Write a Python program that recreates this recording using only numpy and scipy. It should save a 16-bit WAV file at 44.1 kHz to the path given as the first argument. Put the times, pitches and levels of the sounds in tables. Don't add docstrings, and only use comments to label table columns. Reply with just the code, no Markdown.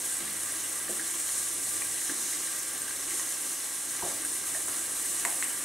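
import sys
import numpy as np
from scipy import signal
from scipy.fft import rfft, irfft
from scipy.io import wavfile
from scipy.ndimage import uniform_filter1d

SR = 44100
rng = np.random.default_rng(int(sys.argv[2]) if len(sys.argv) > 2 else 0)


def makeup_ratio(level_db):
    decades = np.asarray(level_db, float) / 20
    return 10 ** decades


def unload_audio(sound):
    columns = np.transpose(np.atleast_2d(sound))
    steps = np.round(np.clip(columns, -1, 1) * 32767)
    wavfile.write(sys.argv[1], SR, steps.astype(np.int16))


N = 248724
TIME = np.arange(N) / SR

# start [s], fizz level [dB], lean towards larger bubbles [dB].
FRYING = [(0.0, -33.5, -1), (0.3, -35.5, -1.8), (0.6, -34, 1), (0.87, -36, -3.5), (1.12, -36, -0.5),
          (1.3, -32, -0.2), (1.9, -33, -1.5), (2.05, -34, 1.5), (2.25, -33.5, 2.2), (2.75, -35.5, -0.5),
          (3.05, -34.5, 1), (3.95, -34.5, 0), (4.4, -35, -0.5), (4.9, -35, -1), (5.15, -31, 0.5),
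          (5.4, -33.5, -5), (5.64, -35, -3.5)]
# centre [Hz], width [Hz], lift [dB].
KITCHEN_MODES = [(200, 25, 6.5), (258, 8.7, 1), (284, 14, 7), (330, 28, 10), (381.6, 37, 4),
                 (705, 90, -1.5), (930, 41, -10.5)]

ROOM_T60_S = 0.29


def unit(x):
    return x / np.sqrt(np.mean(x ** 2))


def walk(rate_hz):
    hold = int(SR / rate_hz)
    levels = np.repeat(rng.standard_normal(N // hold + 1), hold)
    slewed = uniform_filter1d(uniform_filter1d(levels, hold), hold)
    return unit(slewed[:N])


def colour(x, spectrum, modes):
    hz = np.fft.rfftfreq(N, 1 / SR) + 1
    point_hz, point_db = np.transpose(spectrum)
    gain_db = np.interp(np.log(hz), np.log(point_hz), point_db)
    for mode_hz, width_hz, lift_db in modes:
        gain_db = gain_db + lift_db / (1 + (2 * (hz - mode_hz) / width_hz) ** 2)
    return irfft(rfft(x) * makeup_ratio(gain_db), N)


def band(x, hz, width_hz):
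    return signal.lfilter(*signal.iirpeak(min(hz, .45 * SR), hz / width_hz, fs=SR), x)


def curve(table):
    s, *columns = np.transpose(table)
    return [np.interp(TIME, s, column) for column in columns]


def rings(rows, rise_s):
    out, t = np.zeros(N + SR), TIME[:SR // 2]
    push = np.sin(np.pi / 2 * np.minimum(t / rise_s, 1)) ** 2
    for s, peak_db, hz, t60_s in rows:
        ring = makeup_ratio(peak_db - 60 * t / t60_s) * np.sin(2 * np.pi * hz * t)
        out[int(s * SR):][:len(t)] += ring * push
    return out[:N]


def room(x, t60_s, wet_db):
    # frequency [Hz], level [dB].
    capsule_difference = [(40, -29), (110, -13), (200, -12), (380, -12), (700, -5.5), (1290, -11),
                          (2380, -11.5), (4400, -8), (8100, -12), (11000, -13), (13000, -16)]
    t = TIME[:int(SR * .6)]
    tails = rng.standard_normal((2, len(t))) * makeup_ratio(-60 * t / t60_s) * (t > .002)
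    tails = tails / np.sqrt(np.sum(tails ** 2, axis=1, keepdims=True))
    wet, side = signal.fftconvolve(x[None], tails, axes=1)[:, :N]
    side = colour(side, capsule_difference, [])
    return x + makeup_ratio(wet_db) * wet + side * np.array([[1], [-1]])


def bubbles(low_hz, drift_db, per_s, scatter_db, surge_db, own_db, surge_hz):
    out = 0
    surge = surge_db * walk(surge_hz) + surge_db * walk(6 * surge_hz)
    for k, drift in enumerate(drift_db):
        hz = low_hz * 2 ** (k / 3)
        strength = makeup_ratio(scatter_db * np.minimum(rng.exponential(size=N), 6))
        bursts = (rng.random(N) < per_s / SR) * rng.standard_normal(N) * strength
        ring = unit(band(band(bursts, hz, hz / 4), hz, hz / 4))
        out = out + makeup_ratio(surge + drift + own_db * walk(25.3)) * ring * np.sqrt(hz)
    return out


def vigour():
    # start [s], lift [dB].
    flares = np.array([(.04, 1), (.43, 0), (.52, -1), (.89, 4), (1.67, 1.5), (2.81, -0.5), (3.1, 2),
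                       (3.42, -1), (4.04, 0), (4.22, -1), (4.25, 2), (4.45, 2.5), (4.5, -1), (4.58, 0.5),
                       (4.7, 1), (5.12, -2), (5.25, 2), (5.43, 2.5)])
    rise_s, fall_s = 0.0066, 0.22
    age = np.maximum(TIME - flares[:, :1], 0)
    lift_db = flares[:, 1:] * np.minimum(age / rise_s, 1) * np.exp(-age / fall_s)
    return curve(FRYING)[0] + lift_db.sum(axis=0)


def pan():
    # frequency [Hz], level [dB per Hz].
    fizz_colour = [(2500, -11), (4000, -12), (4700, -17), (5900, -7), (7500, -2), (8000, -3.5), (9200, 1.5),
                   (9600, -2.5), (11200, -2.5), (12200, -13), (13600, -10), (14000, -15.5), (15700, -19)]
    # frequency [Hz], level [dB per Hz].
    under_colour = [(290, -35), (500, -6), (886, -9.5), (1130, -4), (1450, -7), (1920, -4.5), (2420, -4.5),
                    (4680, -8.5), (5500, -3), (7150, -3.5), (12100, -120)]
    # centre [Hz], width [Hz], lift [dB].
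    lid_modes = [(1140, 216, 4), (1614, 128, 10.5), (1920, 240, 2), (1996, 210, 6), (3010, 230, 3),
                 (3270, 13, 9), (4180, 41, 7), (6770, 110, 3), (6910, 60, 6), (8590, 80, 1), (7950, 105, 5),
                 (8300, 160, 6), (8640, 130, 4.5), (8900, 120, 5.5)]
    # t60 [s], level [dB].
    lid_echo = (.25, -14)
    large_follows, fine_follows, under_follows = 1, 0.67, 0.18
    under_db = -44

    fizz_db = vigour()
    change_db = fizz_db - fizz_db.mean()
    large_db = (large_follows - 1) * change_db + curve(FRYING)[1]
    fine_db = (fine_follows - 1) * change_db
    sizes_db = [large_db, large_db, large_db, 0, 0, fine_db, fine_db]
    fizz = bubbles(3927, sizes_db, per_s=20000, scatter_db=2.1, surge_db=0.55, own_db=.65, surge_hz=18)
    under = bubbles(560, [0] * 11, per_s=5000, scatter_db=1.8, surge_db=.5, own_db=.6, surge_hz=14)
    fizz = unit(colour(fizz, fizz_colour, lid_modes)) * makeup_ratio(fizz_db + 0.47)
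    under = unit(colour(under, under_colour, lid_modes)) * makeup_ratio(under_db + under_follows * change_db)
    return room(fizz, *lid_echo) + room(under, 0.12, -8)


def appliances():
    # frequency [Hz], level [dB per Hz].
    flame_colour = [(88, -42), (150, -8.5), (232, -13), (269, -1.5), (328, -6), (422, -5.5), (544, -6),
                    (593, -7), (1200, -7.5), (1560, -34), (2640, -120)]
    # frequency [Hz], level [dB per Hz].
    deep_colour = [(15, -28), (26, -6), (38, -12), (48, -1), (60, -3.5), (85, -8), (130, -2), (170, -11.5),
                   (230, -5.5), (400, -45)]
    # start [s], hum level [dB].
    fridge_load = [
        (0.0, -73),
        (0.28, -67),
        (1.93, -65.5),
        (2.05, -81),
        (2.68, -78),
        (2.87, -67),
        (3.64, -71),
        (5.64, -69.5),
    ]
    flame_db, deep_db, deep_swell_db, fridge_hz = -51, -64, 4.5, 93.5
    deep_follows = .3

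    flutter_db = .7 * walk(14) + .6 * walk(3)
    flame = unit(colour(rng.standard_normal(N), flame_colour, KITCHEN_MODES)) * makeup_ratio(flame_db + flutter_db)
    load_db = curve(fridge_load)[0]
    deep_db = deep_db + deep_follows * (load_db - load_db.mean()) + deep_swell_db * walk(2.63)
    deep = unit(colour(rng.standard_normal(N), deep_colour, [])) * makeup_ratio(deep_db)
    hum_hz, waver_db = fridge_hz * (1 + .008 * walk(4)), 1.2 * walk(5)
    hum = np.sqrt(2) * makeup_ratio(load_db + waver_db + 1.5) * np.sin(2 * np.pi * np.cumsum(hum_hz) / SR)
    return flame + deep + hum


def ticks():
    # start [s], peak [dB], ring [Hz], upper mode [Hz], upper mode minus ring [dB].
    contacts = [(0.2108, -36, 2100, 4100, -15), (0.278, -29, 1980, 3850, -1), (0.6397, -37, 1920, 2860, 7),
                (0.8803, -27, 1760, 2950, -30), (0.995, -22.5, 1690, 3010, -22),
                (1.1412, -31, 1150, 3270, 1), (1.29, -29, 2000, 3200, -1), (1.819, -26.5, 1920, 2400, 1.5),
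                (2.0163, -29.5, 1790, 3660, -8), (2.0952, -22.5, 1700, 3160, -25),
                (2.3305, -28, 2080, 3700, -5), (2.4247, -32, 2130, 3440, 1), (2.4727, -30, 1900, 3680, -7),
                (2.908, -32, 1600, 2240, -5), (3.1086, -27, 2060, 3010, -6), (3.1957, -28, 1910, 1110, -1),
                (4.248, -28.5, 1640, 3750, -13), (4.547, -24, 1830, 2120, -5), (4.681, -34, 900, 1400, 1),
                (0.299, -33, 3300, 4340, 0), (3.23, -31, 1630, 3300, -4)]
    # start [s], peak
    # [dB], frequency [Hz].
    spits = [(0.052, -21, 8040), (0.1685, -19, 7940), (0.4344, -21, 9100), (0.522, -18, 9100),
             (1.29, -31, 4300), (2.8185, -19, 8600), (3.107, -27, 8490), (3.197, -24, 6400),
             (3.5209, -25, 9830), (4.2203, -21, 8300), (4.2495, -17, 8700), (5.441, -20, 8400)]
    ring_t60_s, upper_t60_s, spit_t60_s = 0.016, 0.014, 0.01
    light = [(s, peak_db - 0.5, hz, ring_t60_s) for s, peak_db, hz, _, _ in contacts]
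    light += [(s, peak_db + upper_db, hz, upper_t60_s) for s, peak_db, _, hz, upper_db in contacts]
    spitting = [(*row, spit_t60_s) for row in spits]
    return rings(light, rise_s=.0015) + rings(spitting, rise_s=.0004)


def knocks():
    # start [s], peak [dB], lowest [Hz], highest [Hz], tail t60 [s].
    blows = [(0.201, -44, 151, 231, 0.9), (.2, -35.5, 396, 4470, 0.82), (.893, -32, 198, 705, 0.36),
             (.99, -39, 216, 350, 0.18), (2.094, -41.5, 218, 413, 0.93), (2.096, -32, 400, 2000, .08),
             (2.339, -38.5, 258, 406, 0.19), (2.335, -50, 1780, 2300, .3), (2.875, -39, 1480, 1740, 0.34),
             (5.426, -37, 1400, 3200, 0.47), (3.07, -42, 449, 3480, 0.97), (3.129, -37, 254, 372, 0.18),
             (4.023, -32.5, 503, 1140, 0.43), (4.061, -35.5, 486, 1020, 0.65),
             (4.027, -33.5, 54.4, 488, 0.34), (4.549, -40, 506, 800, 0.21), (4.678, -31.5, 300, 1400, 0.11),
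             (5.25, -32, 610, 1110, 0.55), (5.254, -40.5, 230, 400, 0.3)]
    # start [s], peak [dB], frequency [Hz], t60 [s].
    panels = [(.893, -39.5, 530, 0.09), (.893, -41, 610, 0.069), (.896, -45, 362, 0.39),
              (.9, -47, 341, 0.24), (2.094, -36.5, 282, 0.11), (4.023, -33, 950, 0.071),
              (4.024, -38, 899, 0.37), (4.024, -45, 1098, 0.21), (4.025, -42, 706, 0.51),
              (4.05, -42, 575, 0.31), (4.034, -39.5, 364, 0.16), (4.034, -48, 421, 0.31),
              (4.036, -48, 186, 0.16), (5.2503, -32, 960, 0.015), (5.253, -35, 926, 0.098),
              (5.253, -41, 700, 0.24)]
    out = 0
    for s, peak_db, low_hz, high_hz, t60_s in blows:
        age = np.maximum(TIME - s, 0)
        decay = makeup_ratio(-60 * age / t60_s) + .6 * makeup_ratio(-60 * age / .05)
        fade = np.minimum(age / .003, 1) * decay
        body = signal.butter(3, (low_hz, high_hz), "band", fs=SR, output="sos")
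        out = out + makeup_ratio(peak_db - 9.5) * fade * unit(signal.sosfilt(body, rng.standard_normal(N)))
    return colour(out, [(20, -4.0), (20000, 4.5)], KITCHEN_MODES) + rings(panels, rise_s=0.00092)


def strikes():
    # start [s], peak [dB], crack [dB].
    hits = [
        (5.2512, -8.5, -7),
        (5.2555, -25, -8),
        (5.4257, -12, -10),
        (5.4295, -22, -17),
    ]
    # frequency [Hz], level [dB], t60 [s].
    jar_modes = [(1400, -15, 0.0084), (1790, 1.5, 0.0069), (1900, -23, .08), (2060, 2.5, 0.0062),
                 (2045, -22, 0.083), (2460, -6, 0.005), (3100, -2, 0.005), (3700, -3, 0.0045)]
    # frequency [Hz], level [dB], t60 [s].
    crack_modes = [(6870, -9.5, 0.034), (7800, 7.5, 0.0042), (8630, -10, .006), (10400, -4, .006),
                   (12500, -9, 0.0066)]
    hard, crack = [], []
    for s, peak_db, crack_db in hits:
        start_s = s - .0004
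        hard += [(start_s, peak_db + mode_db - 6.5, hz, t60_s) for hz, mode_db, t60_s in jar_modes]
        crack += [(start_s, peak_db + crack_db + mode_db, hz, t60_s) for hz, mode_db, t60_s in crack_modes]
    return rings(hard, rise_s=.0007) + rings(crack, rise_s=.0004)


def scene():
    spoon = room(ticks(), ROOM_T60_S, -2.5) + room(strikes(), ROOM_T60_S, -8)
    far = room(knocks(), 0.33, -11) + room(appliances(), .1, -20)
    pan_side_db, rest_side_db = np.array([[-.3], [.3]]), np.array([[.2], [-.2]])
    return pan() * makeup_ratio(pan_side_db) + (spoon + far) * makeup_ratio(rest_side_db)


def top_cut(x):
    return signal.sosfilt(signal.butter(12, 16520, fs=SR, output="sos"), x)


def record(dry):
    # frequency [Hz], peak [dB].
    whistle = [(15625, -66)]
    dry = dry + sum(makeup_ratio(peak_db) * np.sin(2 * np.pi * hz * TIME) for hz, peak_db in whistle)
    low_pass = signal.ellip(12, .3, 75, 15720, fs=SR, output="sos")
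    return top_cut(signal.sosfilt(low_pass, dry))


dry = scene()
out = record(dry)
unload_audio(out)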